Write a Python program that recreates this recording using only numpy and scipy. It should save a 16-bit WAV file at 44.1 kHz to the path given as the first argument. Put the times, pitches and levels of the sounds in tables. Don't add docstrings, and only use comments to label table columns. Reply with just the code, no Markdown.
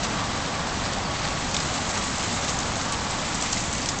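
import sys
import numpy as np
from scipy import signal
from scipy.fft import rfft, irfft
from scipy.io import wavfile

SR = 44100
rng = np.random.default_rng(int(sys.argv[2]) if len(sys.argv) > 2 else 0)


def elevation(decibels):
    levels = np.asarray(decibels, float)
    return 10 ** (levels / 20)


def waveform_to_disk(signal):
    frames = np.transpose(np.atleast_2d(signal))
    scaled = np.clip(frames, -1, 1) * 32767
    samples = np.round(scaled).astype(np.int16)
    wavfile.write(sys.argv[1], SR, samples)


N = 176400

# t/s, wash level/dB
FAR_BURN = [
    (0.0, -33.5),
    (1.07, -34),
    (1.63, -32.5),
    (2.49, -33),
    (2.93, -33.5),
    (3.59, -32.5),
    (4.0, -35),
]
# f/Hz, density/dB per Hz
STEM_COLOUR = [(900, -28.5), (1500, -5), (2000, 0.5), (2600, -2), (4200, -2), (6000, -5), (8000, -8),
               (10000, -6)]
# t/s, sizzle level/dB
NEAR_BURN = [(0, -50), (.3, -47), (1.2, -50.5), (1.5, -40), (1.9, -38), (2.25, -37), (2.6, -38), (3.0, -42),
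             (3.25, -41), (3.45, -35), (3.75, -36.5), (4, -43)]


def rms_one(x):
    return x / np.sqrt(np.mean(x ** 2) + 1e-20)


def in_time(rows):
    t_s, value = np.transpose(rows)
    return np.interp(np.arange(N) / SR, t_s, value)


def at_hz(points, hz):
    f_hz, db = np.transpose(points)
    return np.interp(np.log(hz), np.log(f_hz), db)


def drift(rate_hz):
    hop = 40
    r = np.exp(-2 * np.pi * rate_hz * hop / SR)
    noise = rng.standard_normal(N // hop + 2002)
    slow = signal.lfilter([1], [1, -2 * r, r * r], noise)[2000:]
    return np.interp(np.arange(N) / hop, np.arange(len(slow)), rms_one(slow - slow.mean()))


def resonance(x, hz, width_hz):
    r = np.exp(-np.pi * width_hz / SR)
    zeros = (1 - r * r) / 2 * np.array([1, 0, -1])
    poles = [1, -2 * r * np.cos(2 * np.pi * hz / SR), r * r]
    return signal.lfilter(zeros, poles, x)


def coloured(spectrum):
    hz = np.maximum(np.fft.rfftfreq(N, 1 / SR), 1)
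    return rms_one(irfft(rfft(rng.standard_normal(N)) * elevation(at_hz(spectrum, hz)), N))


def decaying(hits, decay_s):
    return signal.lfilter([1], [1, -np.exp(-1 / (decay_s * SR))], hits + 1e-18)


def roar():
    # t/s, roar level/dB
    draught = [
        (0.0, -29),
        (0.61, -29.5),
        (2.75, -29.5),
        (2.94, -29.5),
        (4.0, -31.5),
    ]
    # f/Hz, density/dB per Hz
    body_colour = [(12, -39.5), (20, -3.5), (49, 1), (196, 1), (290, -1.5), (375, -9), (420, -16.5),
                   (550, -37.5), (920, -120)]
    # f/Hz, density/dB per Hz
    tongue_colour = [(250, -20.5), (400, -6), (520, -2.5), (800, 0.5), (1000, -1.5), (1300, -3),
                     (1700, -7.5), (2600, -20.5)]
    db = in_time(draught)
    mean_db = db.mean()
    rumble_db = mean_db + 0.33 * (db - mean_db) - 3
    rumble = elevation(rumble_db) * coloured(body_colour)
    rush_db = db - 1.5 + 0.24 * drift(2.2)
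    return rumble + elevation(rush_db) * coloured(tongue_colour)


def wash():
    level_db = in_time(FAR_BURN) + 2.5 + 0.5 * drift(3.6) + 1.1 * drift(44.0)
    return elevation(level_db) * coloured(STEM_COLOUR)


def crackle():
    rate_per_s, level_db, spread_db, decay_s, relative_width = 350, -40.5, 1, 0.0011, 0.58
    burn_db = in_time(FAR_BURN)
    burn_db = burn_db - burn_db.mean()
    sizes = elevation(spread_db * np.minimum(rng.exponential(1, N), 4.0))
    clumps = elevation(1.5 * burn_db + 4.0 * drift(9.0))
    born = rng.random(N) < rate_per_s * clumps / SR
    band_of_stem = rng.integers(0, 12, N)
    noise = rng.standard_normal(N)
    out = np.zeros(N)
    for k, hz in enumerate(np.geomspace(1600, 8000, num=12)):
        spits = noise * decaying(sizes * born * (band_of_stem == k), decay_s)
        band = rms_one(resonance(spits, hz, relative_width * hz))
        out += elevation(at_hz(STEM_COLOUR, hz)) * np.sqrt(hz) * band
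    return elevation(level_db + burn_db) * rms_one(out)


def sizzle():
    centre_hz, width_hz = 6920, 2550
    grains = rng.standard_normal(N) * elevation(1.0 * drift(150.0) + 1.7 * drift(28.0))
    once = resonance(grains, centre_hz, width_hz)
    return elevation(in_time(NEAR_BURN)) * rms_one(resonance(once, centre_hz, width_hz))


def ticks():
    rate_per_s, level_db, ring_hz, width_hz, decay_s = 120, -53, 7280, 460, 0.001
    near_db = in_time(NEAR_BURN)
    born = rng.random(N) < rate_per_s * elevation(near_db - near_db.mean()) / SR
    sizes = elevation(3.0 * np.minimum(rng.exponential(1, N), 2.0))
    spits = rng.standard_normal(N) * decaying(born * sizes, decay_s)
    return elevation(level_db) * rms_one(resonance(spits, ring_hz, width_hz))


def whistle():
    # t/s, pitch f/Hz, level/dB
    gusts = [(0, 1158, -40), (.35, 1140, -40), (.55, 1150, -46), (.9, 1120, -43), (1.3, 1125, -46),
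             (1.39, 1130, -40), (1.47, 1135, -46), (1.75, 1152, -41), (2.1, 1140, -41), (2.3, 1140, -46),
             (2.5, 1132, -41), (3.0, 1135, -44), (3.5, 1130, -48), (4, 1125, -46)]
    waver_hz, breath_hz, clear = 6, 22, 1.3
    t_s, pitch_hz, db = np.transpose(gusts)
    pitch = in_time(np.c_[t_s, pitch_hz]) + waver_hz * drift(12.0)
    phase = 2 * np.pi * np.cumsum(pitch) / SR
    tone = (clear + drift(breath_hz)) * np.sin(phase)
    breath = drift(breath_hz) * np.cos(phase)
    return elevation(in_time(np.c_[t_s, db]) - 3) * (tone + breath)


def flares():
    # t/s, peak/dB, centre f/Hz, length/s
    tufts = [(.032, -16, 3800, .02), (1.5415, -17, 4000, .013), (1.566, -20, 4000, .012),
             (1.601, -16.5, 4200, .012), (1.952, -21, 1600, .03), (2.486, -17, 4800, .022),
             (3.5265, -17, 6000, .014), (3.57, -20, 5500, .016), (3.825, -20, 3800, .014),
             (3.89, -16.5, 6500, .009), (1.628, -19, 5000, .004), (2.811, -17, 3000, .006)]
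    relative_width, rise_s = 1.1, .002
    out, t = np.zeros(N + SR), np.arange(SR // 10) / SR
    for start_s, db, hz, length_s in tufts:
        noise = rng.standard_normal(len(t))
        spray = rms_one(resonance(noise * np.abs(noise), hz, relative_width * hz))
        envelope = np.minimum(t / rise_s, 1) * np.exp(-(t / length_s) ** 2)
        i = int(start_s * SR)
        out[i:i + len(t)] += elevation(db) / 3 * spray * envelope
    return out[:N]


def pops(rows, trim_db=0):
    rise_s, rough, waver = .0003, .4, .045
    broad_db, tail_db, tail_s = -7, -10.5, 0.017
    out, t = np.zeros(N + SR), np.arange(SR // 10) / SR
    rise = np.minimum(t / rise_s, 1)
    for start_s, db, hz, length_s in rows:
        noise = rng.standard_normal(len(t))
        burst = np.exp(-(t / max(length_s, .0005)) ** 2)
        uneven = rms_one(resonance(noise, 600, 1200))
        phase = 2 * np.pi * hz * np.cumsum(1 + waver * uneven[::-1]) / SR
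        ring = burst * rise * (1 + rough * uneven) * np.sin(phase)
        crack_envelope = rise * (elevation(broad_db) * burst + elevation(tail_db) * np.exp(-t / tail_s))
        crack = rms_one(resonance(noise, 5900, 7000)) * crack_envelope
        i = int(start_s * SR)
        out[i:i + len(t)] += elevation(db + trim_db) * (ring / np.abs(ring).max() + 0.65 * crack)
    return out[:N]


def splitting_stems():
    # t/s, peak/dB, ring f/Hz, burst length/s
    low_knocks = [
        (0.047, -13.5, 1540, 0.0012),
        (1.571, -25.5, 2220, 0.002),
        (1.9425, -24.5, 1660, 0.0037),
        (2.364, -30, 1950, 0.003),
        (2.814, -16, 2010, 0.0028),
        (2.933, -27, 1540, 0.0034),
        (3.835, -33, 2060, 0.003),
    ]
    thick_stems = [(0.0496, -13, 2680, 0.0027), (0.541, -16.5, 2400, 0.003), (0.984, -20.5, 4800, 0.003),
                   (1.116, -28, 4030, 0.003), (1.196, -19.5, 2470, 0.003), (1.307, -16.5, 2720, 0.003),
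                   (1.721, -18, 2880, 0.0019), (1.9, -34.5, 4550, 0.003), (2.3121, -24.5, 4510, 0.0028),
                   (2.481, -16.5, 3930, 0.003), (2.6305, -17, 4410, 0.003), (2.813, -16, 3970, 0.0021),
                   (3.046, -22.5, 4050, 0.003), (3.195, -19.5, 3270, 0.0029), (3.4234, -15, 3380, 0.0027),
                   (3.818, -18.5, 4750, 0.003)]
    bright_stems = [(0.053, -30, 7650, 0.0027), (0.197, -31, 7210, 0.003), (1.303, -28, 5530, 0.003),
                    (1.9634, -26, 7640, 0.0039), (1.983, -23.5, 7490, 0.003), (2.026, -22, 7250, 0.0029),
                    (2.182, -15, 7380, 0.0035), (2.2394, -20, 7140, 0.0028), (2.3121, -16.5, 6930, 0.0026),
                    (2.4473, -16.5, 7170, 0.003), (2.4862, -17, 6400, 0.0017), (2.494, -18, 6220, 0.003),
                    (2.504, -18.5, 7870, 0.003), (2.588, -12, 6270, 0.004), (2.602, -14, 6820, 0.0038),
                    (2.7561, -13, 6200, 0.0021), (2.9223, -12, 7800, 0.0035), (3.1048, -19.5, 5770, 0.0026),
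                    (3.345, -17, 7530, 0.0033), (3.3503, -14.5, 5760, 0.0038),
                    (3.4124, -14.5, 7040, 0.0039), (3.4231, -13, 6000, 0.0039), (3.727, -17, 6200, 0.0047),
                    (3.7344, -13.5, 7870, 0.0028), (3.7505, -14, 6080, 0.003), (3.7813, -19, 6100, 0.0043),
                    (3.9874, -14.5, 6470, 0.0051)]
    nearest_runs = [(1.544, -17, 6600, .004), (1.545, -23, 2500, .003), (1.5515, -24, 3400, .003),
                    (1.5657, -15, 3650, .0035), (1.5672, -29, 7200, .002), (1.605, -20, 4900, .003),
                    (1.975, -20, 2100, .003), (1.977, -23, 1200, .003), (3.527, -20, 7400, .002),
                    (3.5298, -12, 5700, .002), (3.5617, -22, 6800, .002), (3.5705, -19, 2100, .004),
                    (3.5775, -20.5, 3900, .003), (3.583, -25, 6500, .002), (3.604, -22, 6500, .002),
                    (3.609, -25, 5600, .003), (3.8586, -17, 7850, .002), (3.8586, -20, 3150, .0025),
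                    (3.859, -21, 6300, .002), (3.8882, -16, 5900, .0025), (3.8886, -17, 4800, .002),
                    (3.8886, -21, 6900, .002), (3.8884, -26, 2800, .002), (3.892, -28, 7400, .003)]
    # t/s, peak/dB
    grass_snaps = [(.205, -34.5), (.651, -37.5), (.787, -35.5), (1.111, -35.5), (1.306, -34), (1.495, -33),
                   (1.628, -28), (1.892, -24.5), (1.899, -29), (1.907, -30.5), (1.949, -26.5), (2.039, -25),
                   (2.197, -30), (2.228, -23), (2.328, -22), (2.481, -19.5), (3.105, -33.5), (3.110, -23.5),
                   (3.114, -28), (3.351, -20), (3.424, -18.5), (3.652, -24.5), (3.782, -21.5)]
    # t/s, peak/dB, ring f/Hz
    soft_taps = [
        (1.080, -34, 2510),
        (1.405, -32.5, 4030),
        (1.827, -26.5, 2500),
        (2.340, -25.5, 4200),
        (2.362, -30, 2500),
        (2.412, -26.5, 6120),
        (2.494, -28, 2630),
        (2.769, -29, 4200),
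    ]
    small = [(t_s, db, 7800, .002) for t_s, db in grass_snaps]
    small += [(t_s, db, hz, .0023) for t_s, db, hz in soft_taps]
    single = [*bright_stems, *thick_stems, *low_knocks]
    return pops(nearest_runs) + pops(small) + pops(single, trim_db=-7)


def bird():
    start_s, length_s, from_hz, to_hz, level_db = 1.043, .05, 4850, 4320, -34
    twin_hz, twin_rise_hz = 4800, 230
    u = (np.arange(N) / SR - start_s) / length_s
    fall_hz = to_hz + (from_hz - to_hz) * (1 - np.clip(u / .65, 0, 1)) ** 1.3
    rise_hz = twin_hz + twin_rise_hz * np.tanh(3 * (u - .7))
    pieces = np.exp(-((u - .3) / .2) ** 2) + .6 * np.exp(-((u - .8) / .14) ** 2)
    chirp = pieces * np.sin(2 * np.pi * np.cumsum(fall_hz) / SR)
    twin = .4 * np.exp(-((u - .95) / .3) ** 2) * np.sin(2 * np.pi * np.cumsum(rise_hz) / SR)
    return elevation(level_db) * (chirp + twin)


def scene():
    far = roar() + wash() + crackle()
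    near = sizzle() + ticks() + flares() + splitting_stems()
    return (far + near + whistle() + bird())[None]


def roll_off(x):
    return signal.sosfilt(signal.butter(12, 9290, fs=SR, output="sos"), x)


def record(dry):
    # f/Hz, gain/dB
    top_cut = [(7600, 0), (8000, -3), (8300, -9), (8500, -15.5), (8800, -26.5), (9000, -37.5), (9150, -50),
               (9300, -71)]
    half_rate_hz, offset = 8000, -.0024
    hz = np.maximum(np.fft.rfftfreq(N, 1 / SR), 1)
    bins = rfft(dry)
    half = half_rate_hz * N // SR
    bins[:, half:2 * half] = np.conj(bins[:, half:0:-1])
    mix = irfft(bins * elevation(at_hz(top_cut, hz)), N) + offset
    return roll_off(mix)


dry = scene()
out = record(dry)
waveform_to_disk(out)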